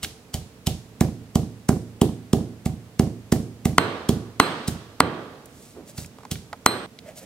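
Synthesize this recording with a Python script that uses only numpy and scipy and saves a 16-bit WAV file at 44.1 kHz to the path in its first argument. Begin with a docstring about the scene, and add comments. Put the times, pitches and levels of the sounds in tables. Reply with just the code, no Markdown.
"""Garlic pounded in a stone mortar

A stone pestle pounds garlic in a heavy stone mortar on a kitchen table, close to a two-port microphone.
Each cushioned blow is a short wet crunch of noise grains and then a low thud of mortar and table as damped modes.
Four blows meet bare stone, crack loudly enough to overload the microphone (clipping) and ring on.
Between and after them come light taps, snaps and slides; at the end the pestle is leant against the rim.
Delayed copies give the echoes of cushioned blows, decaying noise gives the room, and steady noise the air."""
import sys
import numpy as np
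from scipy import signal
from scipy.fft import rfft, irfft, next_fast_len
from scipy.io import wavfile
from scipy.ndimage import uniform_filter1d

SR = 44100
rng = np.random.default_rng(int(sys.argv[2]) if len(sys.argv) > 2 else 0)


def generate_wav(sig):
    """Save sig (samples, or channels by samples) to the path in sys.argv[1] as 16-bit PCM at SR."""
    pcm = np.round(np.clip(np.atleast_2d(sig).T, -1, 1) * 32767).astype(np.int16)
    wavfile.write(sys.argv[1], SR, pcm)


N = 319739
T = np.arange(N) / SR  # s

# Blows cushioned by garlic. Each row: landing in seconds, thud level in dB, contact time scale in ms,
# crunch level in dB before a common trim, resonance of the trapped air pocket in Hz.
BLOWS = [(.0385, -23.5, 3, -23.5, 2880), (.347, -12, 2.13, -25.5, 3060), (.6746, -6, 1.85, -20.5, 2950),
         (1.013, -1, 1.28, -23.5, 1790), (1.3589, -2, 1.28, -25, 3200), (1.6936, -1, 1.08, -23, 1660),
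         (2.019, -1, 0.96, -22.5, 2960), (2.3353, -1, 0.89, -24.5, 3060), (2.6631, -6, 1.42, -30.5, 2040),
         (2.9984, -0.5, 1.04, -25, 1920), (3.3257, -1.5, .9, -21.5, 1760), (3.6582, -3, 1.21, -24, 1960),
         (4.094, -2, 0.88, -23, 3270), (4.6844, -9, 1.43, -24, 3960), (5.986, -17.5, 1.83, -32, 4500),
         (6.32, -14, 1.64, -24.5, 3200)]
# Blows of stone on stone. Each row: start in seconds, level in dB, contact time scale in ms, grit level in dB,
# pestle ring level in dB, level of wash and glass in dB, tilt of the wash in dB per octave.
CRACKS = [(3.7824, 6.5, 0.046, -22.5, -31.5, 0, -1.4), (4.4, 7.5, 0.062, -21, -25.5, 0, 0),
          (5.0047, 4.5, 0.089, -17.5, -39.5, -2.5, -3.5), (6.6626, -0.5, 0.043, -11.5, -21.5, -3, -0.5)]
# Pulp and stone sliding. Each row: centre in seconds, time from the centre to 1/e in seconds,
# wet hiss level in dB, stone rub level in dB.
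SLIDES = [(5.64, .12, -52.5, -74), (5.894, 0.022, -46, -52.5), (6.007, 0.044, -43, -57),
          (7.089, 0.033, -53, -43), (7.181, 0.02, -41.5, -49), (7.229, 0.02, -49.5, -48)]
# Taps of the pestle on the wall of the bowl. Each row: time in seconds, level in dB.
TAPS = [(6.186, -46.5), (6.206, -51.5), (6.233, -48), (6.252, -39.5), (6.53, -31)]
# Bits of garlic snapping under the pestle. Each row: time in seconds, level in dB, centre in Hz.
SNAPS = [(.046, -30, 2800), (5.458, -47, 9000), (6.047, -47, 2470), (6.061, -46, 7000),
         (6.356, -42.5, 2010), (6.989, -42.5, 3300)]
# Modes of mortar, board and table under a thud. Each row: frequency in Hz, relative level in dB, t60 in seconds.
BOARD_MODES = [(84.6, -39, 0.84), (112.7, -26, 0.92), (135.95, -23, 0.427), (171, -28, 0.37),
               (195.7, -13, 0.077), (224, -24, 0.42), (235, -24, 0.51), (265, -27.5, 0.53),
               (328, -27, 0.49), (398, -18, 0.48), (455, -15.5, 0.44), (526, -25, .3)]
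# Modes of the bare stone bowl. Each row: frequency in Hz, relative level in dB, t60 in seconds.
STONE_MODES = [(280, -17, 0.081), (450, -13.5, 0.021), (800, -11, 0.012), (1118, 8.5, 0.0065),
               (1360, 4, 0.0079), (2020, 1, 0.0075), (3150, -8, 0.012), (3700, -15.5, 0.0055)]
# Modes of the pestle. Each row: frequency in Hz, relative level in dB, t60 in seconds.
PESTLE_MODES = [(4102, -3, 0.33), (4105, -11.5, 0.54), (8280, -9.5, .2), (8280, -19.5, 0.9),
                (12500, -18, .3), (13080, -17.5, .3)]
# Glass bowls on the table, in sympathy with a crack. Each row: frequency in Hz, relative level in dB, t60 in seconds.
GLASS_MODES = [(970, -39.5, .7), (1136, -34.5, 1.0), (1198, -37, 0.98), (3190, -44, .9)]
# Air in the hollow of the bowl. Each row: frequency in Hz, relative level in dB, t60 in seconds.
HOLLOW_MODES = [(601, -33.5, 0.15), (658.3, -27, 0.18), (748.2, -24.5, 0.15), (823.6, -25.5, 0.075)]
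# Surfaces that bounce sound back and forth. Each row: delay in ms, gain per bounce before dulling.
ECHOES = [(5.1, .2), (12.8, .32), (37, 0.26), (75, 0.11)]
# The kitchen after a cushioned blow or light contact. Each row: frequency in Hz, relative level in dB, t60 in seconds.
KITCHEN = [(100, -21.5, 0.39), (353, 6.5, 0.26), (716, -16, 0.32), (1497, -12.5, 0.33), (4164, -7, 0.43),
           (7850, -9, 0.46), (14870, -6.5, 0.17)]
# The long wash after a crack. Each row: frequency in Hz, relative level in dB, t60 in seconds.
WASH = [(80.7, 20, 0.66), (253, 26, 0.82), (450, 26, 1.18), (706, 18, 1.01), (1200, 24, 1.11),
        (1837, 15.5, 0.84), (3500, 12.5, 1.2), (5370, -0.5, 1.9), (8900, -4, 0.28), (14000, -15, .4)]
# Spectrum of crushed garlic and grit. Each row: frequency in Hz, relative level in dB per Hz.
CRUNCH_SPECTRUM = [(300, 3), (1000, -4.5), (2500, -1), (5000, 1.5), (8000, 3.5), (11000, -2.5), (15500, -7)]
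# Spectrum of the kitchen's murmur. Each row: frequency in Hz, relative level in dB per Hz.
AIR_SPECTRUM = [(18, -12), (30, -2), (123, 2), (256, 1.5), (379, -9), (443, 0), (505, -7.5), (1080, -15.5),
                (2360, -18.5), (8280, -26), (12600, -31.5), (15500, -52.5)]

MURMUR_DB, HISS_DB = -49, -63  # rms levels of the air
TOP_HZ = 15700  # upper cut-off
BREAK_S = 6.863  # the last ring stops short here
FILLED_S, FILLED_DB = 3.7, -6  # shreds fill the bowl: its hollow answers less from here on
PULPED_S, PULPED_DB = 2.2, -7  # the cloves have broken up: their pulp muffles the knock from here on
# a slow pestle starts crushing earlier: lead at a thud of 0 dB, and more for each dB less
CRUNCH_LEAD_MS, LEAD_MS_PER_DB = 3.2, 0.21
# a thick cushion crunches longer: decay time at 1 ms of contact, and exponent of its growth with contact
CRUNCH_MS, CRUNCH_GROWTH = 2.2, 1.1
CRUNCH_TRIM_DB = -2
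# squeezed-out air: level against the untrimmed crunch, width of its resonance
POCKET_DB, POCKET_WIDTH_HZ = -10.5, 620
# cloves go on giving way: envelope level at a thud of 0 dB, more for each dB less, decay in s
JUICE_DB, JUICE_PER_DB, JUICE_S = -17, 1.15, 0.013
# knock through the garlic: level at a 0 dB thud and 1 ms contact, dB per dB of thud, loss per further ms
KNOCK_DB, KNOCK_PER_DB, CUSHION_DB_PER_MS = -3, 1.5, 13.5


def undb(db):
    """Level: decibels become an amplitude ratio."""
    return 10 ** (np.asarray(db) / 20)


def unit(x):
    """Normalisation: scale to an rms of one."""
    return x / np.sqrt(np.mean(x ** 2))


def burst(x, db):
    """Energy level: scale a short sound so that its energy, spread over 10 ms, has this level."""
    return x * undb(db) / np.sqrt(np.sum(x ** 2) / (SR / 100))


def add(track, s, x):
    """Superposition: mix a sound into a track from time s on."""
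    start = int(round(s * SR))
    x = x[..., max(-start, 0):N - start]
    first = max(start, 0)
    track[..., first:first + x.shape[-1]] += x


def lookup(hz, table, axis=1):
    """Interpolation of a table column along log frequency."""
    table = np.array(table, float)
    return np.interp(np.log(hz + 1e-9), np.log(table[:, 0]), table[:, axis])


def shape(x, response):
    """Linear filtering: multiply the spectrum by a gain given as a function of frequency."""
    n = next_fast_len(x.shape[-1], True)
    return irfft(rfft(x, n) * response(np.fft.rfftfreq(n, 1 / SR)), n)[..., :x.shape[-1]]


def resonate(x, hz, width_hz):
    """Damped resonance, applied twice for steep skirts."""
    return shape(x, lambda f: (1j * f * width_hz / (hz ** 2 - f ** 2 + 1j * f * width_hz)) ** 2)


def fade(t, t60):
    """Exponential decay: a fall of 60 dB in t60 seconds."""
    return np.exp(-np.log(1000) * t / t60)


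def ring(modes):
    """Modal superposition: struck modes die away as damped sines."""
    t = T[:SR]
    return sum(undb(db) * fade(t, t60) * np.sin(2 * np.pi * hz * t) for hz, db, t60 in modes)


def strike(modes, contact_ms, baffle_hz=320):
    """Impact excitation: a longer bell-shaped push is duller, and a small bowl radiates little bass."""
    push_ms = T[:SR // 100] * 1000
    force = np.exp(-.5 * (push_ms / contact_ms - 2) ** 2)
    rung = signal.fftconvolve(force / force.sum(), ring(modes))[:SR]
    return shape(rung, lambda f: 1j * f / (baffle_hz + 1j * f))


def grains(envelope, spread_db):
    """Granular noise: dense tiny bursts of very unequal size under an envelope."""
    n = len(envelope)
    sizes_db = np.minimum(spread_db * rng.exponential(size=n), 20)
    return envelope * rng.standard_normal(n) * undb(sizes_db)


def diffuse(n, apart_hz=1700):
    """Diffuse-field coherence: stereo noise, alike in the bass and unrelated in the treble."""
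    mid, side = rng.standard_normal((2, n))

    def turn(f):
        return np.pi / 4 * np.minimum(f / apart_hz, 1)

    common = shape(mid, lambda f: np.cos(turn(f)))
    opposed = shape(side, lambda f: np.sin(turn(f)))
    return common + np.array([[1], [-1]]) * opposed


def air():
    """Stationary background noise: the low murmur of the kitchen and a faint even hiss."""
    murmur = unit(shape(diffuse(N), lambda f: undb(lookup(f, AIR_SPECTRUM))))
    return undb(MURMUR_DB) * murmur + undb(HISS_DB) * unit(diffuse(N))


def clumps(n, spread_db=3.0, size=64):
    """Clustered fracture: cells give way in clumps, a random level every millisecond or so."""
    levels = np.repeat(rng.standard_normal(n // size + 1), size)[:n]
    return uniform_filter1d(undb(spread_db * levels), size // 2)


def crunches(spread_db=4.5, rise_share=0.68):
    """Progressive fracture: cells burst in a growing crowd, trapped air is squeezed out and juice fizzes after."""
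    out = np.zeros(N)
    t = T[:SR // 5] - 1 / 20  # zero at the peak of the crunch
    for s, thud_db, contact_ms, db, pocket_hz in BLOWS:
        lead_ms = CRUNCH_LEAD_MS - LEAD_MS_PER_DB * thud_db
        length_ms = CRUNCH_MS * contact_ms ** CRUNCH_GROWTH
        squeeze = np.exp(-abs(t) * 1000 / (length_ms * np.where(t < 0, rise_share, 1)))
        juice = undb(JUICE_DB - JUICE_PER_DB * thud_db) * (t > 0) * np.exp(-abs(t) / JUICE_S)
        envelope = (squeeze + juice) * clumps(len(t))
        cells = shape(grains(envelope, spread_db), lambda f: undb(lookup(f, CRUNCH_SPECTRUM)))
        pocket = resonate(grains(envelope, spread_db), pocket_hz, POCKET_WIDTH_HZ)
        crunch = burst(cells, db + CRUNCH_TRIM_DB) + burst(pocket, db + POCKET_DB)
        add(out, s - lead_ms / 1000 - 1 / 20, crunch)
    return out


def knocks(contact_ms=0.29, lead_s=.0016):
    """Transmission through a cushion: a firm blow reaches the stone, and each stirs the air in the bowl."""
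    out, knock, hollow = np.zeros(N), strike(STONE_MODES, contact_ms), ring(HOLLOW_MODES)
    for s, thud_db, cushion_ms, *_ in BLOWS:
        cushion_db = CUSHION_DB_PER_MS * (cushion_ms - 1)
        knock_db = KNOCK_DB + KNOCK_PER_DB * thud_db - cushion_db + PULPED_DB * (s > PULPED_S)
        hollow_db = thud_db + FILLED_DB * (s > FILLED_S)
        add(out, s - lead_s, undb(hollow_db) * hollow - undb(knock_db) * knock)  # opposite polarity
    return out


def thuds(load=1.07, release=0.71, slope_gain=0.58):
    """Force pulse: the slope of the pestle's push radiates at once, and the push leaves the board ringing."""
    out, board = np.zeros(N), ring(BOARD_MODES)
    ms = (T[:SR // 50] - 1 / 100) * 1000  # zero at the peak of the push
    for s, db, contact_ms, *_ in BLOWS:
        # the garlic yields slowly, the stone rebounds faster
        width_ms = contact_ms * np.where(ms < 0, load, release)
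        force = np.exp(-.5 * (ms / width_ms) ** 2)
        slope = -np.gradient(force)
        add(out, s - 1 / 100, undb(db) * slope_gain * slope / slope.max())
        add(out, s - 1 / 100, undb(db) * signal.fftconvolve(force / force.sum(), board))
    return out


def ports(x, lead_rad=2.36, knee_hz=4500):
    """Interchannel phase: the left port leads, by a phase that grows towards lead_rad in the treble."""
    right = shape(x, lambda f: np.exp(-1j * lead_rad * f / (f + knee_hz)))
    return np.array([x, right])


def reflect(x, dull_hz=800, count=3):
    """Repeated reflection: table, wall and ceiling return the sound a few times, duller."""
    out = np.zeros(N)
    for ms, gain in ECHOES:
        for bounce in range(1, count + 1):
            add(out, bounce * ms / 1000, gain ** bounce * x)
    return shape(out, lambda f: 1 / np.sqrt(1 + (f / dull_hz) ** 2))


def boom(x, db=-6, t60=0.49, build_s=0.039, low_hz=110):
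    """Room response by convolution: low standing waves, as decaying noise, answer every thud in the same way."""
    t = T[:SR]
    response = diffuse(SR) * fade(t, t60) * (1 - np.exp(-t / build_s))
    response = response * np.sqrt(2) / np.linalg.norm(response)
    response = shape(response, lambda f: 1j * f / (low_hz + 1j * f))
    return undb(db) * signal.fftconvolve(x[None], response, axes=1)[:, :N]


def smooth(energy, s):
    """Energy storage: a one-pole average with time constant s."""
    keep = np.exp(-1 / (s * SR))
    return signal.lfilter([1 - keep], [1, -keep], energy)


def reverberate(x, bands, build_s):
    """Statistical reverberation: the room stores each band's energy and returns it as smooth, dying noise."""
    noise, tail = diffuse(N), 0
    edges = np.geomspace(70, 17000, 13)  # Hz
    for low, high in zip(edges, edges[1:]):
        hz = np.sqrt(low * high)
        band = signal.butter(2, [low, high], "band", fs=SR, output="sos")
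        energy = signal.sosfilt(band, x + 1e-9 * noise[0]) ** 2  # a trace of noise keeps the filter active
        stored = smooth(smooth(energy, build_s), lookup(hz, bands, axis=2) / np.log(1e6))
        # triangular bands in log frequency overlap their neighbours
        carrier = shape(noise, lambda f: np.maximum(1 - abs(np.log((f + 1) / hz)) / np.log(high / low), 0))
        carrier = carrier / np.sqrt(2 * (high - low) / SR)
        tail = tail + undb(lookup(hz, bands)) * np.sqrt(stored) * carrier
    return tail


def touch(s, db, hz, width_hz, ms):
    """Light contact: a quick rise and a slower fall of grains excite one resonance."""
    out = np.zeros(N)
    t = T[:SR // 5] - 1 / 20
    envelope = np.exp(-abs(t) * 1000 / ms * np.where(t < 0, 2, .5))  # rises in ms / 2, falls in 2 ms
    add(out, s - 1 / 20, burst(resonate(grains(envelope, 2.9), hz, width_hz), db))
    return out


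def snaps(ms=1.2, width_share=0.95):
    """Brittle fracture: bits of garlic snap as short broad resonances."""
    return sum(touch(s, db, hz, width_share * hz, ms) for s, db, hz in SNAPS)


def shimmer(db=-17, width_share=.04, t60=.65):
    """Scattering: the room spreads the pestle's ring into a rough narrow band round each mode."""
    noise = diffuse(SR)
    bands = sum(undb(mode_db) * unit(resonate(noise, hz, width_share * hz)) for hz, mode_db, _ in PESTLE_MODES)
    return undb(db) * bands * fade(T[:SR], t60)


def cracks(grit_lead_s=.0005, grit_s=.00081):
    """Hard impact: grit gives way, then stone meets stone and rings mortar, pestle, glass and room."""
    direct, send, scattered = np.zeros(N), np.zeros(N), np.zeros((2, N))
    t = T[:SR // 50] - 1 / 100
    click = signal.unit_impulse(len(t), "mid")
    pestle, halo, glass = ring(PESTLE_MODES), shimmer(), ring(GLASS_MODES)
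    for s, db, contact_ms, grit_db, ring_db, wash_db, tilt_db in CRACKS:
        grit = grains(np.exp(-abs(t) / grit_s), 3.1)
        grit = shape(grit, lambda f: undb(lookup(f, CRUNCH_SPECTRUM)))
        add(direct, s - grit_lead_s - 1 / 100, burst(grit, grit_db))
        stone = undb(db) * strike(STONE_MODES, contact_ms)
        add(direct, s, stone + undb(ring_db) * pestle + undb(wash_db) * glass)
        add(scattered, s, undb(ring_db) * halo)
        # the impulse that sets off the wash, tilted about 900 Hz
        tilted = shape(click, lambda f: undb(wash_db + tilt_db * np.log2((f + 300) / 1200)))
        add(send, s - 1 / 100, tilted)
    break_off = np.clip((BREAK_S - T) / 0.0019, 0, 1)  # the last ring and its wash end abruptly
    return (ports(direct) + scattered + reverberate(send, WASH, .0014)) * break_off


def slides(rub_hz=580, rub_width_hz=160, rasp_db=-9):
    """Sliding friction: wet pulp hisses under the pestle; dry stone rubs with a hollow note and a rasp."""
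    wet = grains(np.ones(N), 5.9)
    hiss = unit(shape(wet, lambda f: undb(lookup(f, CRUNCH_SPECTRUM)) * f / (f + 3000)))
    friction = grains(np.ones(N), 4.4)
    rasp = unit(resonate(friction, 1960, 1200))
    rub = unit(resonate(friction, rub_hz, rub_width_hz)) + undb(rasp_db) * rasp
    out = np.zeros(N)
    for s, length_s, wet_db, rub_db in SLIDES:
        swell = np.exp(-((T - s) / length_s) ** 2)
        out += swell * (undb(wet_db) * hiss + undb(rub_db) * rub)
    return out


def mortar_shift():
    """Friction excitation: the mortar shifts once on its board, a low broad resonance."""
    return touch(s=5.772, db=-34.5, hz=354, width_hz=350, ms=19)


def taps(tick_db=-10):
    """Light impact: the pestle taps the wall of the bowl, a hollow resonance with a gritty tick."""
    out = np.zeros(N)
    for s, db in TAPS:
        out += touch(s, db, hz=880, width_hz=630, ms=2.3)
        out += touch(s, db + tick_db, hz=3200, width_hz=5500, ms=1.2)
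    return out


def scene(light_room_db=-10):
    """Direct and reverberant fields: all contacts sound through the room, and cushioned blows also echo."""
    low = thuds()
    bright = crunches() + knocks()
    light = snaps() + slides() + mortar_shift() + taps()
    room = boom(low) + reverberate(bright + undb(light_room_db) * light, KITCHEN, 0.0051)
    near = ports(low + bright + light + reflect(low + bright))
    return near + room + cracks() + air()


def record(dry, right_db=4.5, even_hz=3500, low_cut_hz=62):
    """Microphone response: less deep bass, a right port stronger below the treble, overload, and a cut top."""
    balanced = shape(dry, lambda f: undb(np.array([[-.5], [.5]]) * right_db / (1 + (f / even_hz) ** 2)))
    low_cut = signal.butter(2, low_cut_hz, "high", fs=SR, output="sos")
    overloaded = np.clip(signal.sosfilt(low_cut, balanced), -1, 1)
    top_cut = signal.ellip(8, .2, 70, TOP_HZ, fs=SR, output="sos")
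    return signal.sosfilt(top_cut, overloaded)


dry = scene()
out = record(dry)
generate_wav(out)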